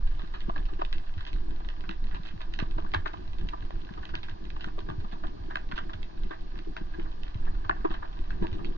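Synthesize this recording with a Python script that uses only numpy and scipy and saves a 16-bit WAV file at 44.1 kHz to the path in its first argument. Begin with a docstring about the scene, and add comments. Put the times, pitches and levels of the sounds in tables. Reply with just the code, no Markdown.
"""A shallow sandy reef, heard from a camera in a watertight housing that hovers above it.
Snapping shrimp crackle near and far; each near snap comes direct, off the surface and scattered by the seabed,
and rings the resonances of the housing. Now and then a bump knocks its low resonances.
Moving water sways the housing, rumbles along it and makes the air inside drone, over a soft hiss and
a thin whistle."""
import sys
import numpy as np
from scipy import signal
from scipy.fft import rfft, irfft, next_fast_len
from scipy.io import wavfile
from scipy.ndimage import map_coordinates

SR = 44100
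rng = np.random.default_rng(int(sys.argv[2]) if len(sys.argv) > 2 else 0)


def int16_out(signal):
    """Quantize to a 16-bit WAV file."""
    q = np.round(np.clip(np.atleast_2d(signal).T, -1, 1) * 32767)
    wavfile.write(sys.argv[1], SR, q.astype(np.int16))


N = 386757
TIME = np.arange(N) / SR
SNAP_TIME = np.arange(4096) / SR
RING_TIME = np.arange(1536) / SR
SIDES = np.array([[.5], [-.5]])  # left, right: each takes half of a difference between them

# resonances of the housing:
# [f/Hz, width/Hz, relative level/dB, left minus right/dB, left lead/rad]
HOUSING = [(340, 71, -4.5, 10.5, -2.5), (516, 240, -21, -3, 1.5), (655, 55, -9.5, 1.5, -2),
           (775, 125, -2.5, 2, 3.5), (962, 108, -0.5, -3, -2.5), (1055, 156, 0.5, 2.5, -3),
           (1181, 99, -4, 0, -1.98), (1470, 190, -1.5, -4.5, 1.46), (1596, 140, 3, -1, 1.3),
           (1720, 195, 1.5, -5, 0.02), (1975, 170, 0.5, -8, -1.2), (2310, 320, -1.5, 2, 4),
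           (2640, 200, 0, -7.5, 1.33), (3124, 450, 4, -6, 3.5), (3470, 620, -5.5, 1, -4),
           (3780, 300, -1.5, -16, 2), (4270, 280, -8.5, -5.5, 1), (4830, 600, -10, -6.5, 4),
           (6100, 700, -22, -2, 0.2)]
# tops of its low (body) and middle (upper) registers; the crack lies above
BODY_TOP_HZ, UPPER_TOP_HZ = 1280, 1840
FORERUNNER_S = 0.006  # how early the weak forerunner through the seabed starts


def from_db(db):
    """Decibels to gain."""
    return 10 ** (np.asarray(db) / 20)


def rms_one(x):
    """Scale to rms 1."""
    return x / np.sqrt(np.mean(x ** 2) + 1e-20)


def in_time(rows):
    """The level of a [t/s, level/dB] table at every sample."""
    s, level_db = np.transpose(rows)
    return np.interp(TIME, s, level_db)


def add(out, s, sound):
    """Mix a stereo sound in at time s."""
    i = max(round(s * SR), 0)
    out[:, i:i + sound.shape[1]] += sound[:, :max(N - i, 0)]


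def drift(rate):
    """Smooth random wandering through about rate random points a second; rms 1."""
    knots = rng.standard_normal(2048)
    return rms_one(map_coordinates(knots, [TIME * rate], order=2, mode="wrap"))


def noise(spectrum, alike, pan_db, lag_s=0):
    """Stereo noise of a given colour and left-right likeness, later on the left by lag_s; rms 1."""
    hz, db = np.transpose(spectrum)
    size = next_fast_len(N)
    f = np.maximum(np.fft.rfftfreq(size, 1 / SR), 1)
    gain = from_db(np.interp(np.log(f), np.log(hz), db, left=-np.inf, right=-np.inf))
    white = rng.standard_normal((2, size))
    mid, side = irfft(rfft(white) * gain, size)[:, :N]
    alike = np.clip(alike, -1, 1)
    both = np.sqrt(1 + alike) * mid + np.sqrt(1 - alike) * side * [[1], [-1]]
    both[0] = np.interp(TIME - lag_s, TIME, both[0])
    return rms_one(both * from_db(SIDES * pan_db))


def ring(t, hz, width, pan_db, lead, phase):
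    """A resonance swells and dies; the two microphones sit at different points of its wave."""
    age = t * np.pi * width / np.sqrt(np.sqrt(2) - 1)
    envelope = age * np.exp(1 - age)
    return envelope * from_db(SIDES * pan_db) * np.sin(2 * np.pi * hz * t + phase + SIDES * lead)


def sustained(hz, width, pan_db, lead):
    """One resonance kept ringing by random pressure; rms 1."""
    mode = ring(SNAP_TIME, hz, width, pan_db, lead, 0)
    pressure = rng.standard_normal((1, N))
    return rms_one(signal.oaconvolve(pressure, mode, axes=1)[:, :N])


def struck_housing(modes, path, vary_db, vary_lead, detune):
    """A pulse train rings the wall modes; random direction sets their strengths and phases. Energy 1."""
    rings, gains = [], []
    for hz, width, db, pan_db, lead in modes:
        strength, lean, turn, shift, phase = rng.standard_normal(5)
        rings.append(ring(RING_TIME, hz + detune * width * shift, width, pan_db + vary_db * lean,
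                          lead + vary_lead * turn, 2 * np.pi * phase))
        gains.append(from_db(db + vary_db * strength))
    rung = signal.fftconvolve(np.array(rings), path[None, None], axes=2)
    # even out the modes' energies, so that the gains alone set the balance
    sound = np.tensordot(gains / np.linalg.norm(rung, axis=(1, 2)), rung, 1)
    return sound / np.linalg.norm(sound)


def water_path(delay, reflected_db, smear, echo_share, scatter_t60, far_db, far_t60, pulse_share=0):
    """A direct pulse, all or partly smeared, its surface echo, seabed scatter and a faint longer wash."""
    t = SNAP_TIME
    grains = rng.standard_normal((4, len(t))) * rng.exponential(1, (4, len(t))) ** 1.6
    late = np.maximum(t - delay, 0)
    swell = np.minimum(t / abs(delay), 1)
    shapes = [t * np.exp(-t / smear),
              late * np.exp(-late / smear),
              swell * from_db(-60 * t / scatter_t60),
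              swell * from_db(-60 * t / far_t60)]
    smeared, echo, scatter, wash = [g / np.linalg.norm(g) for g in grains * shapes]
    share, clean = np.clip([echo_share, pulse_share], 0, 1)
    direct = np.sqrt(clean) * (t == 0) + np.sqrt(1 - clean) * smeared
    # the surface turns its echo upside down
    reflected = np.sqrt(1 - share) * scatter - np.sqrt(share) * echo
    return direct + from_db(reflected_db) * reflected + from_db(far_db) * wash


def with_forerunner(path, db):
    """Put a soft swell, which has come faster through the sand, ahead of the water-borne pulse."""
    swell = np.linspace(0, 1, max(round(FORERUNNER_S * SR), 2)) ** .5
    early = swell * rng.standard_normal(len(path))[:len(swell)]
    return np.concatenate([from_db(db) * early / np.linalg.norm(early), path])


def hiss():
    """A soft steady hiss: coloured noise, almost unrelated left and right."""
    # colour of the hiss: [f/Hz, relative level/dB]
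    hiss_colour = [(300, -13), (700, 7.5), (1500, -8.5), (2200, -5), (3500, -3), (4800, -5.5), (6000, -13),
                   (7200, -25), (9000, -50)]
    return from_db(-61.4) * noise(hiss_colour, alike=0.061, pan_db=-3.0)


def whistle():
    """A thin whistle: one narrow resonance held ringing by random pressure."""
    return from_db(-71.5) * sustained(hz=4298, width=40, pan_db=-2.5, lead=-2.8)


def far_snaps(per_s, spread_db, wash_db, low_db, upper_db, crack_db):
    """Countless distant snaps of uneven size merge into a crackle that keeps the housing ringing."""
    # course of the distant colony, before its trim: [t/s, level/dB]
    colony_course = [(0, -57.5), (1.5, -57.5), (2.9, -58.5), (4.2, -59), (5.7, -59), (6.1, -60),
                     (7.9, -56.5), (8.77, -57)]
    sizes = from_db(spread_db * np.minimum(rng.exponential(1, N), 4))
    clicks = rms_one(sizes * (rng.random(N) < per_s / SR))
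    crackle = 0
    for hz, width, db, pan_db, lead in HOUSING:
        drive = rng.standard_normal(N) * (np.abs(clicks) + from_db(wash_db))
        mode = ring(RING_TIME, hz, width, pan_db, lead, 0)
        mode = mode / np.linalg.norm(mode)
        lift = [low_db, upper_db, crack_db][np.digitize(hz, [BODY_TOP_HZ, UPPER_TOP_HZ])]
        crackle = crackle + from_db(db + lift) * signal.oaconvolve(drive[None], mode, axes=1)[:, :N]
    return from_db(in_time(colony_course) + 3.5) * rms_one(crackle)


def flow(lumpy_db, lumps_per_s):
    """Water sways the housing, rumbles along it in eddies and makes the air inside drone."""
    # courses of the sway, of the rumble, and of the flutter and drone, before trims: [t/s, level/dB]
    sway_course = [(0, -27), (.3, -35), (.72, -30.5), (1.18, -33), (1.75, -33), (1.9, -35.5), (2.12, -31.5),
                   (2.42, -35.5), (2.8, -34.5), (3.15, -39), (3.32, -31.5), (3.52, -37), (4.2, -40),
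                   (4.92, -38), (5.3, -39), (6.85, -35.5), (7.1, -34), (7.38, -36), (7.7, -32), (8.77, -32)]
    rumble_course = [(0, -44), (.35, -49), (2.0, -50), (2.8, -47.5), (3.8, -48.5), (5.45, -47.5),
                     (6.1, -50), (7.2, -51), (7.65, -46), (8.45, -43), (8.77, -52.5)]
    flutter_course = [(0, -55), (1.5, -53), (2.9, -52.5), (4.1, -53), (5.4, -50), (6.1, -52.5),
                      (7.3, -52.5), (8.25, -48.5), (8.77, -44)]
    # their colours: [f/Hz, relative level/dB]
    sway_colour = [(3, -16.5), (6, -4), (10, 0.5), (17, -1), (22, -4.5), (30, -8), (38, -17.5), (50, -15.5),
                   (90, -59.5)]
    rumble_colour = [(25, -19.5), (42, -3.5), (56, -0.5), (70, -2.5), (95, -4), (130, -11.5), (250, -33)]
    flutter_colour = [(70, -18), (130, 0), (180, 4.5), (215, 3), (260, -3.5), (330, -0.5), (420, -15.5),
                      (520, -25.5), (800, -18), (1200, -33.5), (2500, -46.5)]
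    flutter_db = in_time(flutter_course)
    # all five layers swell together with the eddies, each to its own degree
    eddies = lumpy_db * drift(lumps_per_s)
    sway_gain = from_db(in_time(sway_course) + 4.2 + 0.7 * eddies)
    sway = sway_gain * noise(sway_colour, alike=0.995, pan_db=-1.5, lag_s=.0011)
    rumble_gain = from_db(in_time(rumble_course) - 0.6 + eddies)
    rumble = rumble_gain * noise(rumble_colour, alike=0.69, pan_db=-3.0)
    flutter = from_db(flutter_db - 1.2 + 1.05 * eddies) * noise(flutter_colour, alike=0.44, pan_db=5.0)
    air_mode = sustained(hz=327, width=55, pan_db=6, lead=-1.9)
    drone = from_db(flutter_db - 4.3 + 1.2 * eddies) * air_mode
    second_mode = sustained(hz=365.0, width=86, pan_db=-1, lead=-2.57)
    second_drone = from_db(flutter_db - 2.8 + .6 * eddies) * second_mode
    return sway + rumble + flutter + drone + second_drone


def bumps(trim_db):
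    """Soft knocks ring the low resonances of the housing, most of all those near the contact's pitch."""
    # bumps on the housing, before the trim:
    # [t/s, level/dB, pitch of the contact f/Hz, damping as a multiple of the modes' width]
    knocks = [(.233, -37, 234, 1), (0.481, -32, 241, .9), (0.487, -36, 120, 1), (0.496, -34, 680, 1),
              (0.727, -37, 270, 1.4), (0.789, -34, 328, 1.2), (0.818, -32, 700, 1.2), (1.169, -29.5, 89, 1),
              (1.887, -35.5, 245, .45), (2.195, -34, 150, 1), (2.336, -35.5, 190, 1.2), (2.358, -39, 95, 1),
              (2.625, -22.5, 130, 2.2), (2.768, -29.5, 135, 1.2), (2.781, -35, 322, .9),
              (2.785, -38, 680, 1.2), (2.844, -33.5, 192, 1.2), (2.953, -28, 85.5, .55),
              (3.282, -37, 90, 1), (3.706, -36, 540, 3.5), (3.908, -36, 200, 1), (4.093, -36.5, 55, 1),
              (4.137, -39, 340, 1.3), (4.32, -39, 90, 1), (4.668, -37, 250, 1), (4.778, -36.5, 440, .6),
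              (4.886, -31.5, 380, 2.2), (4.892, -32.5, 130, .7), (4.98, -29.5, 90, 1),
              (5.042, -39, 214, .6), (5.127, -39, 195, 1), (5.4, -37.5, 90, 1), (5.482, -38.5, 335, 1),
              (5.73, -36.5, 195, 1), (5.945, -36.5, 94, .9), (6.248, -37, 220, 1), (6.307, -38, 338, 1),
              (6.67, -37, 335, 1), (6.81, -34, 230, 1), (6.983, -32.5, 271, .7), (7.354, -28.5, 90, 1.2),
              (7.653, -37, 95, 1), (7.846, -19, 385, 1.1), (7.902, -33, 260, 1), (8.415, -29, 194, .5),
              (8.419, -29, 95, .9), (8.422, -26, 330, 1), (8.442, -31, 300, 1), (8.523, -25.5, 94.5, 1.6)]
    # low resonances of the housing: [f/Hz, undamped width/Hz, left minus right/dB, left lead/rad]
    low_modes = [(52, 24, -9, 6.5), (88, 26, 0, 0.5), (130, 77, -4, 1), (192, 56, 2.5, 1.3),
                 (333.4, 33.4, 4, -2), (406.5, 47, -1.5, -2.5), (560, 210, 1.5, 2), (665, 70, 5, -1)]
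    focus_db = 30  # loss of a mode one octave from the contact's pitch
    out, mode_hz = np.zeros((2, N)), np.array(low_modes)[:, 0]
    for s, db, pitch_hz, damping in knocks:
        weights = from_db(-focus_db * np.log2(mode_hz / pitch_hz) ** 2)
        weights = weights / np.linalg.norm(weights)
        rings = [ring(SNAP_TIME, hz, width * damping, pan_db, lead, rng.uniform(0, 2 * np.pi))
                 for hz, width, pan_db, lead in low_modes]
        add(out, s, from_db(db + trim_db) * np.tensordot(weights, rings, 1))
    return out


def small_snaps(per_s, size_db, spread_db, count=16):
    """Shrimp at middle distance, in count directions, tick in the upper resonances; most are faint."""
    out = np.zeros((2, N))
    upper_modes = np.array(HOUSING)[5:]
    paths = [water_path(rng.uniform(.003, .012), -5, .0003, .5, .05, -18, .1) for _ in range(count)]
    voices = [struck_housing(upper_modes, path, vary_db=4, vary_lead=.9, detune=.4) for path in paths]
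    # 1024 possible moments, of which per_s a second come true on average
    for k, (when, area, chance) in enumerate(rng.random((1024, 3))):
        if chance < per_s * TIME[-1] / 1024:
            tick_db = size_db - spread_db * np.sqrt(area)
            add(out, when * TIME[-1], from_db(tick_db) * voices[k % count])
    return out


def snap(modes, body_db, upper_db, crack_db, reflected_db, echo_s, smear_s, smear_per_db, crisp_db,
         closest_db, dry_per_db, scatter_t60, wash_db, wash_t60, treble_loss):
    """One shrimp rings three registers of the housing; levels are as rms over 40 ms."""
    register = np.digitize(modes[:, 0], [BODY_TOP_HZ, UPPER_TOP_HZ])
    span = np.sqrt(2 * .04 * SR)  # energy 1 to rms 1 over 40 ms of two channels
    # a dull snap has come a longer way: its arrival is more spread out, its forerunner stronger
    dullness = np.clip(max(body_db, upper_db - 6) - crack_db, -10, 15)
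    smear = smear_s * from_db(smear_per_db * dullness)
    early_db = -28 + dullness
    # within the crack, thin snaps lean to the top (dB per octave)
    neutral_db = -5  # crack over upper body
    tilt = .3 * np.clip(crack_db - upper_db - neutral_db, -5, 10)
    modes = modes.copy()
    modes[:, 2] += (register == 2) * tilt * np.log2(np.minimum(modes[:, 0], 4000) / UPPER_TOP_HZ)
    # the loudest shrimp are the closest: their surface echo comes later and stands out from the scatter
    distance_db = np.clip(closest_db - max(body_db, upper_db, crack_db), 0, 20)
    spread_db = rng.standard_normal()  # from shrimp to shrimp
    delay = 0.0089 * from_db(spread_db - .3 * distance_db)
    wet_db = dry_per_db * distance_db
    echo_share = 1 - 0.32 * from_db(wet_db)
    pulse_share = 0
    if echo_s is not None:
        # a clean snap: half the direct energy in one sharp pulse, a distinct echo, no forerunner
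        delay, smear, echo_share, pulse_share = echo_s, .0007, .62, .5
        early_db = -np.inf
    sound = 0
    for k, db in enumerate([body_db, upper_db, crack_db]):
        # the higher registers arrive more crisply and their scatter dies sooner
        fading = 1 + treble_loss * k
        path = water_path(delay, reflected_db, smear * from_db(crisp_db * k), echo_share,
                          scatter_t60 / fading, wet_db + wash_db, wash_t60 / fading, pulse_share)
        rung = struck_housing(modes[register == k], with_forerunner(path, early_db),
                              vary_db=1.1, vary_lead=0.45, detune=0.14)
        sound = sound + from_db(db) * span * rung
    return sound


def near_snaps(body_trim_db, upper_trim_db, crack_trim_db, pan_spread_db):
    """Single shrimp close by, each from its own direction, ring the housing through the water."""
    # near snaps, before the trims:
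    # [t/s, body level/dB, upper body level/dB, crack level/dB, reflected over direct energy/dB];
    # those that arrive as one clean pulse with a distinct surface echo go on with
    # [echo delay/s, left minus right/dB]
    shrimp = [(0.072, -66, -60, -60, -2), (0.192, -53, -53.5, -58.5, -2), (0.218, -64, -57, -64, -8),
              (0.337, -48, -44.5, -55, 3), (0.405, -70, -60, -55, -8), (0.492, -39.5, -55, -59, -7),
              (0.558, -45, -42.5, -58, 1), (0.578, -64, -57, -58, -8), (0.654, -63, -65, -59, 3),
              (0.684, -53, -55, -65, 6), (0.736, -70, -68, -63, -10), (0.789, -48, -52, -62, 8),
              (0.815, -35, -45, -53.5, -8), (0.849, -59, -56, -52.5, -20), (0.927, -54, -49, -47.5, -8),
              (0.981, -68, -63, -59, -12), (1.138, -72, -70, -66, -12), (1.178, -64, -53, -61.5, -4),
              (1.207, -56, -50, -56.5, -8), (1.251, -66, -57, -58, -12), (1.265, -55, -50, -54, 4),
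              (1.274, -59, -57, -54, 0), (1.3305, -70, -67, -55.5, -18, .009, 0),
              (1.507, -68, -60, -65, -10), (1.561, -72, -68, -66, -12), (1.6, -53, -64, -70, -6),
              (1.646, -60, -59, -63, -3), (1.687, -57, -52, -53, -10, .013, 0), (1.807, -68, -64, -61, -10),
              (1.837, -56, -50, -66, -4), (1.8915, -47.5, -41.5, -48, -5, .018, 0),
              (2.04, -68, -64, -62, -8), (2.069, -68, -64, -62, -8), (2.111, -61, -49.5, -64, 3),
              (2.144, -48.5, -46, -55, 2), (2.233, -70, -66, -63, -10), (2.251, -58, -52, -57, 3),
              (2.269, -66, -61, -57.5, -2), (2.288, -64, -58, -59, -4), (2.404, -50.5, -50, -58, 5),
              (2.415, -64, -60, -56, -12), (2.5373, -68, -52, -50.5, -15, .012, 0),
              (2.5892, -41.5, -39, -44, -2, .0105, 0), (2.625, -48, -59, -62, -20),
              (2.71, -66, -70, -61, -15), (2.78, -42, -49.5, -60, -5), (2.843, -48.5, -62, -70, -9),
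              (2.861, -54, -51, -71, -8), (2.917, -68, -62, -60, -6),
              (2.9375, -33.5, -29, -40.5, 3, .007, 0), (3.057, -39.5, -36, -52.5, -1),
              (3.072, -56, -54, -53.5, 0), (3.133, -44.5, -52, -60, -2), (3.277, -72, -68, -65, -12),
              (3.332, -63, -72, -61, -4), (3.384, -60, -61, -59.5, -4), (3.411, -67, -60, -63, -16),
              (3.4875, -61, -54, -51.5, -7, .004, 0), (3.532, -41, -52, -66, -6),
              (3.606, -72, -70, -67, -10), (3.623, -62, -55, -64, -6), (3.706, -55, -55, -64, -15, .009, 0),
              (3.817, -72, -70, -67, -10), (3.848, -70, -64, -64, -10), (3.888, -59.5, -51.5, -68, -2),
              (3.938, -72, -68, -64, -12), (3.974, -48, -58, -68, -3.5), (4.03, -55, -47, -63, 0),
              (4.053, -65, -62, -55.5, -18), (4.09, -56.5, -51.5, -59, 2), (4.138, -45.5, -41, -64, -5),
              (4.153, -56, -47.5, -45.5, -20, .009, 0), (4.231, -55, -54, -52.5, 0),
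              (4.283, -56, -47, -60, -1), (4.295, -68, -62, -60, -8), (4.453, -72, -68, -64, -12),
              (4.502, -64, -56, -58, -8), (4.562, -49, -57, -63, -9), (4.607, -57.5, -54, -52.5, 2.5),
              (4.642, -49.5, -42.5, -53.5, -9), (4.672, -53, -56, -68, -4), (4.684, -60, -54, -65, -4),
              (4.782, -49, -62, -70, -7), (4.79, -64, -61, -58, -8),
              (4.888, -43.5, -44.5, -58, 6, .0115, 0), (5.001, -64, -57, -66, -6),
              (5.042, -51, -60, -68, -4), (5.119, -49.5, -54, -59.5, 10), (5.235, -44, -44.5, -62, -2.5),
              (5.269, -66, -62, -60, -8), (5.505, -48, -43.5, -63.5, 0),
              (5.5557, -40.5, -32.5, -44.5, -8, .013, 0), (5.689, -72, -68, -66, -10),
              (5.714, -46, -40, -52, 3, .0055, 0), (5.756, -52, -52, -52.5, 10),
              (5.778, -43, -36, -47.5, 0, .008, 0), (5.893, -49, -50, -65, -13),
              (5.933, -54, -47, -54, 1, .004, 0), (6.029, -66, -60, -55.5, -17, .009, 0),
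              (6.234, -66, -62, -61, -6), (6.307, -46.5, -41.5, -60.5, 6), (6.325, -54, -45.5, -70, -1),
              (6.555, -62, -54, -66, -6), (6.589, -72, -57, -58.5, -21), (6.765, -47.5, -41.5, -52, -5),
              (6.936, -56, -48, -66, 8), (6.995, -55, -53, -59, -5.5), (7.056, -52.5, -53.5, -80, -5.5),
              (7.233, -69, -57, -55.5, -19, .009, 0), (7.281, -72, -68, -64, -12),
              (7.344, -72, -68, -63, -12), (7.453, -72, -68, -65, -10), (7.464, -50, -48, -70, 3),
              (7.546, -62, -55, -72, -3), (7.645, -48.5, -49, -66, -8),
              (7.6945, -30, -26, -47.5, -11, .015, 3), (7.762, -52, -51, -73, 5),
              (7.807, -60, -55, -70, -4), (7.847, -34.5, -42.5, -59, -1), (7.903, -50, -52, -62, -2),
              (7.911, -47.5, -48, -56.5, 1), (7.939, -51.5, -43.5, -55, 4), (8.024, -44.5, -45, -68, 4),
              (8.127, -62, -59, -64.5, 1), (8.189, -70, -66, -64, -8), (8.24, -68, -62, -66, -6),
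              (8.305, -56, -44, -58, -7), (8.422, -46, -51, -58, 0), (8.438, -43.5, -50, -65, 1.5),
              (8.468, -63, -53, -56, -10), (8.528, -72, -59, -58, 1), (8.587, -52, -56, -68, 12),
              (8.646, -63, -61, -53, -3)]
    out, modes = np.zeros((2, N)), np.array(HOUSING)
    for s, body, upper, crack, reflected_db, *clean in shrimp:
        echo_s, pan_db = clean or (None, pan_spread_db * rng.standard_normal())
        sound = snap(modes, body + body_trim_db, upper + upper_trim_db, crack + crack_trim_db,
                     reflected_db, echo_s, smear_s=0.00074, smear_per_db=0.75, crisp_db=-0.5,
                     closest_db=-24, dry_per_db=.5, scatter_t60=0.17, wash_db=-18.5, wash_t60=.2,
                     treble_loss=0.13)
        add(out, s - FORERUNNER_S, from_db(SIDES * pan_db) * sound)
    return out


def scene():
    """Hiss and whistle, the distant crackle, flow and bumps, then the shrimp closer by."""
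    background = hiss() + whistle()
    far = far_snaps(per_s=180, spread_db=1.5, wash_db=2.0, low_db=2.0, upper_db=-9, crack_db=-15.5)
    water = flow(lumpy_db=3.1, lumps_per_s=20)
    knocks = bumps(trim_db=2.5)
    ticks = small_snaps(per_s=24, size_db=-23, spread_db=10)
    near = near_snaps(body_trim_db=3.0, upper_trim_db=-3.5, crack_trim_db=4.0, pan_spread_db=1.5)
    return background + far + water + knocks + ticks + near


def record(dry):
    """A steep low-pass keeps only the lower treble; short fades open and close without a click."""
    cutoff_hz, fade_s = 7400, .004
    fade = np.minimum(np.minimum(TIME, TIME[::-1]) / fade_s, 1)
    return signal.sosfilt(signal.ellip(10, .2, 70, cutoff_hz, fs=SR, output="sos"), dry * fade)


dry = scene()
out = record(dry)
int16_out(out)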